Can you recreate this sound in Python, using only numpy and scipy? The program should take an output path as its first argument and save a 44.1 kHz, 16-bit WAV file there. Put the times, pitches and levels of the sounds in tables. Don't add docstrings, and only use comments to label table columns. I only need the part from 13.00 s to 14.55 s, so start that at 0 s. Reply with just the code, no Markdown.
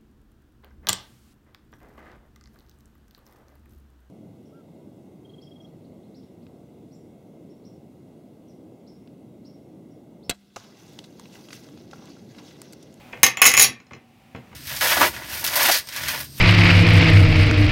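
import sys
import numpy as np
from scipy import signal
from scipy.io import wavfile
from scipy.ndimage import uniform_filter1d

SR = 44100
rng = np.random.default_rng(int(sys.argv[2]) if len(sys.argv) > 2 else 0)


def gain_from_db(level_db):
    decades = np.asarray(level_db, float) / 20
    return 10 ** decades


def to_wav(s):
    ch = np.atleast_2d(s).T
    pcm = np.round(np.clip(ch, -1, 1) * 32767)
    wavfile.write(sys.argv[1], SR, pcm.astype(np.int16))


N = 68355

# (frequency [Hz], relative density [dB per Hz])
HUM_SPECTRUM = [(15, -35), (25, -14.5), (54, -5.5), (74, -18.5), (109, -3.5), (204, -9), (247, -2.5),
                (284, -22.5), (343, -8.5), (393, -30), (737, -8), (845, -19), (2260, -27.5), (5260, -44.5),
                (17000, -37.5)]
# (frequency [Hz], bandwidth [Hz], level against the broad hum [dB])
HUM_RESONANCES = [(120, 35, -9.5), (240, 30, -4), (323, 35, -13.5), (753, 25, -8), (2000, 550, -13),
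                  (2400, 450, -13.5)]
HUM_DB, HUM_FLICKER_DB = -49.5, 2

# (frequency [Hz], time to fall 60 dB [s])
ROOM_T60 = [(100, .2), (260, 0.36), (700, .25), (1840, 0.26), (4850, .16), (8000, 0.14), (12800, .11)]
# (frequency [Hz], relative level [dB])
ROOM_COLOUR = [(100, -1.5), (400, 0), (1000, -4.5), (2000, -3.9), (4000, -1.5), (6500, -3), (9000, -2.5),
               (16000, -3)]
ROOM_DB, ROOM_DELAY_S = -6, .003

# (frequency [Hz], level [dB], decay time t60 [s])
DESK_MODES = [(113, -4.5, 0.059), (126.8, -3, 0.078), (190, -2.5, 0.094), (235, -3, .06), (345, -5, 0.06),
              (434.4, -10, 0.046)]
# (frequency [Hz], level [dB], decay time t60 [s])
BODY_MODES = [(587, -23, 0.014), (797, -18, 0.027), (938, -17.5, 0.026), (1149, -7.5, .018),
              (1374, -13, 0.02), (1580, -8.5, 0.016), (1820, -4.5, 0.016), (2113, -4.5, .022),
              (2217, -2.5, .02), (2403, -2, 0.018), (2542, -1, 0.013), (2875, -6.5, .015),
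              (3310, -11.5, 0.018)]
# (frequency [Hz], level [dB], decay time t60 [s])
LOOSE_DISC_MODES = [(3012, -6.5, .008), (4094, -5.5, 0.035), (5180, -0.5, 0.017), (5913, -7, 0.025),
                    (6730, -2, 0.016)]
# (frequency [Hz], level [dB], decay time t60 [s])
DISC_MODES = [(3600, -13, .012), (4026, -17, 0.031), (4736, -11.5, .012), (5370, -7.5, 0.017),
              (5820, -9.5, 0.016), (6240, -11.5, 0.017), (6678, -4, 0.025), (6730, -10, 0.0076),
              (13730, -14, 0.024)]
# (frequency [Hz], level [dB], decay time t60 [s])
SHEEN_MODES = [(8630, -10, 0.002), (9225, -3, 0.0095), (10000, -3.5, 0.0084), (10620, 2.5, 0.011),
               (11300, -2, 0.0064), (11760, -7.5, 0.004), (13000, -8.5, 0.0085), (13510, -8, 0.022),
               (14700, -7, 0.018), (15600, -11, 0.0052)]
RING_HZ = 6700
SCATTER_DB, DETUNE = 2.5, .008
LONGEST_RING_S, LONGEST_THUMP_S = .03, .1
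DISC_RISE_S, BODY_RISE_S, THUMP_RISE_S, TOUCH_RISE_S = .00055, .0012, .0022, .002

# (time [s], peak level [dB], chip ring [dB], desk thump [dB], dull puff [dB])
TOUCHES = [(0.126, -43.5, -14.5, -17, -16), (0.131, -27.5, -48.5, -35, -16.5),
           (0.142, -44.5, -22, -32, -15), (0.173, -40.5, -22, -19.5, -19), (0.801, -32, -18, -16, -20),
           (0.867, -48, -6.5, -6, -14), (0.909, -35.5, -27, -51, -1), (0.92, -36, -20, -4, -22),
           (0.933, -24, -20, -19, -21.5), (0.949, -37, -14.5, -22, -12), (0.963, -39, -28, -10, -9.5),
           (1.348, -31.5, -33.5, -4, -9), (1.361, -36, -20, -11, -15.5), (1.385, -52.5, -22, -1, -12.5),
           (1.47, -51.5, -16.5, -7.5, -11), (1.515, -45.5, -26, -10, -10.5), (1.528, -42, -26.5, -11, -8.5)]
TOUCH_BODY_DB, TOUCH_RING_DB, TOUCH_THUMP_DB, TOUCH_PUFF_DB = -9, -3.5, -1.5, 12.5
PUFF_CUT_HZ, PUFF_T60_S = 1410, .035

# (time [s], level [dB])
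KNOCKS = [(0.232, -24.5), (0.371, -43.5), (0.419, -36), (.436, -34.5), (.465, -32), (0.538, -37),
          (.580, -26.5), (.612, -34), (0.689, -34.5)]

# (time [s], main ring level [dB], main ring frequency [Hz], low body level [dB], sheen level [dB])
CLACKS = [(0.231, 2, 6317, 0.5, 4), (0.2385, 1.5, 6470, -2, -10), (0.2425, -10.5, 6600, 1, -2),
          (0.2524, -16, 6110, -1.5, -3), (0.2637, -3.5, 6445, -0.5, -6.5), (0.268, -13, 6330, 1, -11),
          (0.3706, -24, 7060, 14, -6.5), (0.395, -42, 5570, 21.5, -16), (0.4169, 1, 6570, 7, 5),
          (0.421, -3, 7010, 4.5, 0.5), (0.425, -14.5, 6695, 17.5, -2.5), (0.429, -17, 6600, -4.5, -10.5),
          (0.4414, -1, 6730, -8, -5.5), (0.4525, -1.5, 6960, 5, -0.5), (0.456, -2.5, 7340, 7, -3),
          (0.459, -10, 6740, -3.5, 2.5), (0.462, 3.5, 6700, -2, 2.5), (0.4668, 2.5, 6715, -8, -2.5),
          (0.471, 1.5, 6550, -13, 2), (0.477, -9.5, 6670, 0, -2), (0.477, -4.5, 6420, -13.5, -7.5),
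          (0.491, -7, 6270, -1, -1.5), (0.499, -12, 6340, -4.5, -8.5), (0.505, -16.5, 6610, 8, -9.5),
          (0.515, -11.5, 6910, 3, -1), (0.5377, -7.5, 6660, 8.5, 0), (0.547, -13.5, 6560, 7.5, -9.5),
          (0.568, -7.5, 6860, -1, -1), (0.575, 1.5, 6896, 0, -6.5), (0.586, -6, 6420, -15.5, -3),
          (0.595, 0, 6870, 1.5, -1), (0.599, 2, 6615, -15.5, 0), (0.608, -6.5, 6550, 0, -2.5),
          (0.6129, 3, 6403, -8, -9.5), (0.619, -3, 6620, -18, 2), (0.623, 2.5, 6590, -9, 4),
          (0.628, -2, 6870, -7.5, 1.5), (0.633, -6, 6650, -7, -3.5), (0.641, -5.5, 5560, -20, -1.5),
          (0.6435, -2.5, 5650, -4, -7), (0.648, -25, 5700, 7, -13)]
DISC_DB, SHEEN_DB, BODY_DB, CRACK_DB = -2.5, -9, -4.5, -13
CRACK_T60_S, CONTACT_LAG_S = .006, .00046
SHEEN_SPREAD = .02
RATTLE_PER_CLACK, RATTLE_WITHIN_S, RATTLE_DB = 3, .012, -15

MAKEUP_DB = 16.5
KNEE_DB, SQUEEZE = -24.5, .44
RECOVER_DB_PER_S, GRAB_S = 12, .009
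TOP = .9
CUTOFF_HZ, MIC_LOW_HZ = 17200, 65


def at_hz(points, hz):
    table = np.array(points)
    return np.interp(np.log(hz), np.log(table[:, 0]), table[:, 1])


def rms_one(x):
    return x / np.sqrt(np.mean(x ** 2) + 1e-20)


def add(out, s, sound):
    i = int(s * SR)
    out[i:i + len(sound)] += sound[:N - i]


def bands():
    edges = np.append(22 * 2 ** np.arange(0, 10, .5), .45 * SR)
    return [(np.sqrt(low * high), signal.butter(2, [low, high], "band", fs=SR, output="sos"))
            for low, high in zip(edges, edges[1:])]


def hum():
    white = rng.standard_normal((3, N + SR))
    broad = 0
    knots = np.arange(0, N + 3000, 3000)
    for k, (hz, sos) in enumerate(bands()):
        flicker = np.interp(np.arange(N), knots, rng.standard_normal(N // 3000 + 2))
        band = signal.sosfilt(sos, white[k % 2])[SR:]
        broad = broad + band * gain_from_db(at_hz(HUM_SPECTRUM, hz) + HUM_FLICKER_DB * flicker)
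    out = rms_one(broad)
    for hz, width_hz, db in HUM_RESONANCES:
        radius = np.exp(-np.pi * width_hz / SR)
        poles = [1, -2 * radius * np.cos(2 * np.pi * hz / SR), radius * radius]
        resonance = signal.lfilter([1, 0, -1], poles, white[2])[SR:]
        out = out + gain_from_db(db) * rms_one(resonance)
    return gain_from_db(HUM_DB) * out


def room(x):
    t = np.arange(SR // 2) / SR
    white = rng.standard_normal((2, SR // 2))
    tail = 0
    for k, (hz, sos) in enumerate(bands()):
        decay_db = at_hz(ROOM_COLOUR, hz) - 60 * t / at_hz(ROOM_T60, hz)
        tail = tail + signal.sosfilt(sos, white[k % 2]) * gain_from_db(decay_db)
    tail = tail * np.clip(t / ROOM_DELAY_S - 1, 0, 1)
    response = gain_from_db(ROOM_DB) * tail / np.sqrt(np.sum(tail ** 2))
    return signal.fftconvolve(x, response)[:N]


def struck(modes, db, tune=1, rise_s=1e-4, longest_s=LONGEST_RING_S):
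    hz, level_db, t60 = np.transpose(modes)[:, :, None]
    t = np.arange(SR // 8) / SR
    level_luck, pitch_luck = rng.standard_normal((2, len(modes), 1))
    decay_db = 60 * t / np.clip(t60, .004, longest_s)
    gain = gain_from_db(db + level_db + SCATTER_DB * level_luck - decay_db)
    mode_hz = hz * tune * (1 + DETUNE * pitch_luck)
    ring = (gain * np.sin(2 * np.pi * mode_hz * t)).sum(0)
    return ring * (1 - np.exp(-t / rise_s))


def thump(db):
    return struck(DESK_MODES, db, rise_s=THUMP_RISE_S, longest_s=LONGEST_THUMP_S)


def puff(db):
    t = np.arange(SR // 16) / SR
    envelope = gain_from_db(db - 60 * t / PUFF_T60_S) * (1 - np.exp(-t / TOUCH_RISE_S))
    sos = signal.butter(2, [400, PUFF_CUT_HZ], "band", fs=SR, output="sos")
    return signal.sosfilt(sos, envelope * rng.standard_normal(len(t)))


def touches():
    out = np.zeros(N)
    for s, db, ring_db, thump_db, puff_db in TOUCHES:
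        add(out, s, struck(BODY_MODES, db + TOUCH_BODY_DB, rise_s=TOUCH_RISE_S))
        add(out, s, struck(LOOSE_DISC_MODES, db + ring_db + TOUCH_RING_DB, rise_s=DISC_RISE_S))
        add(out, s, thump(db + thump_db + TOUCH_THUMP_DB))
        add(out, s, puff(db + puff_db + TOUCH_PUFF_DB))
    return out


def knocks():
    out = np.zeros(N)
    for s, db in KNOCKS:
        add(out, s, thump(db))
    return out


def crack(db):
    t = np.arange(SR // 50) / SR
    return gain_from_db(db + CRACK_DB - 60 * t / CRACK_T60_S) * rng.standard_normal(len(t))


def clacks():
    out = np.zeros(N)
    for s, db, hz, body_db, sheen_db in CLACKS:
        later = rng.random(RATTLE_PER_CLACK) * RATTLE_WITHIN_S
        contacts = [(CONTACT_LAG_S, db)] + [(lag, db + RATTLE_DB) for lag in later]
        for lag, blow_db in contacts:
            sheen_tune = 1 + SHEEN_SPREAD * rng.standard_normal()
            add(out, s + lag, struck(BODY_MODES, blow_db + body_db + BODY_DB, rise_s=BODY_RISE_S))
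            add(out, s + lag, struck(DISC_MODES, blow_db + DISC_DB, hz / RING_HZ, rise_s=DISC_RISE_S))
            add(out, s + lag, struck(SHEEN_MODES, blow_db + sheen_db + SHEEN_DB, sheen_tune))
            add(out, s + lag, crack(blow_db))
    return out


def scene():
    near = clacks() + knocks() + touches()
    return (gain_from_db(MAKEUP_DB) * (near + room(near)) + hum())[None]


def gain_control(x):
    t = np.arange(N) / SR
    level_db = 10 * np.log10(uniform_filter1d(x[0] ** 2, 441) + 1e-12)
    over_db = SQUEEZE * np.maximum(level_db - KNEE_DB, 0)
    recovered_db = RECOVER_DB_PER_S * t
    held_db = np.maximum(np.maximum.accumulate(over_db + recovered_db) - recovered_db, 0)
    r = np.exp(-1 / (GRAB_S * SR))
    return x * gain_from_db(-signal.lfilter([1 - r], [1, -r], held_db))


def top_cut(x):
    return signal.sosfilt(signal.butter(12, 17230, fs=SR, output="sos"), x)


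def record(dry):
    rounded = TOP * np.tanh(gain_control(dry) / TOP)
    low_pass = signal.cheby2(10, 60, CUTOFF_HZ, fs=SR, output="sos")
    high_pass = signal.butter(2, MIC_LOW_HZ, "high", fs=SR, output="sos")
    mix = signal.sosfilt(high_pass, signal.sosfilt(low_pass, rounded))
    return top_cut(mix)


dry = scene()
out = record(dry)
to_wav(out)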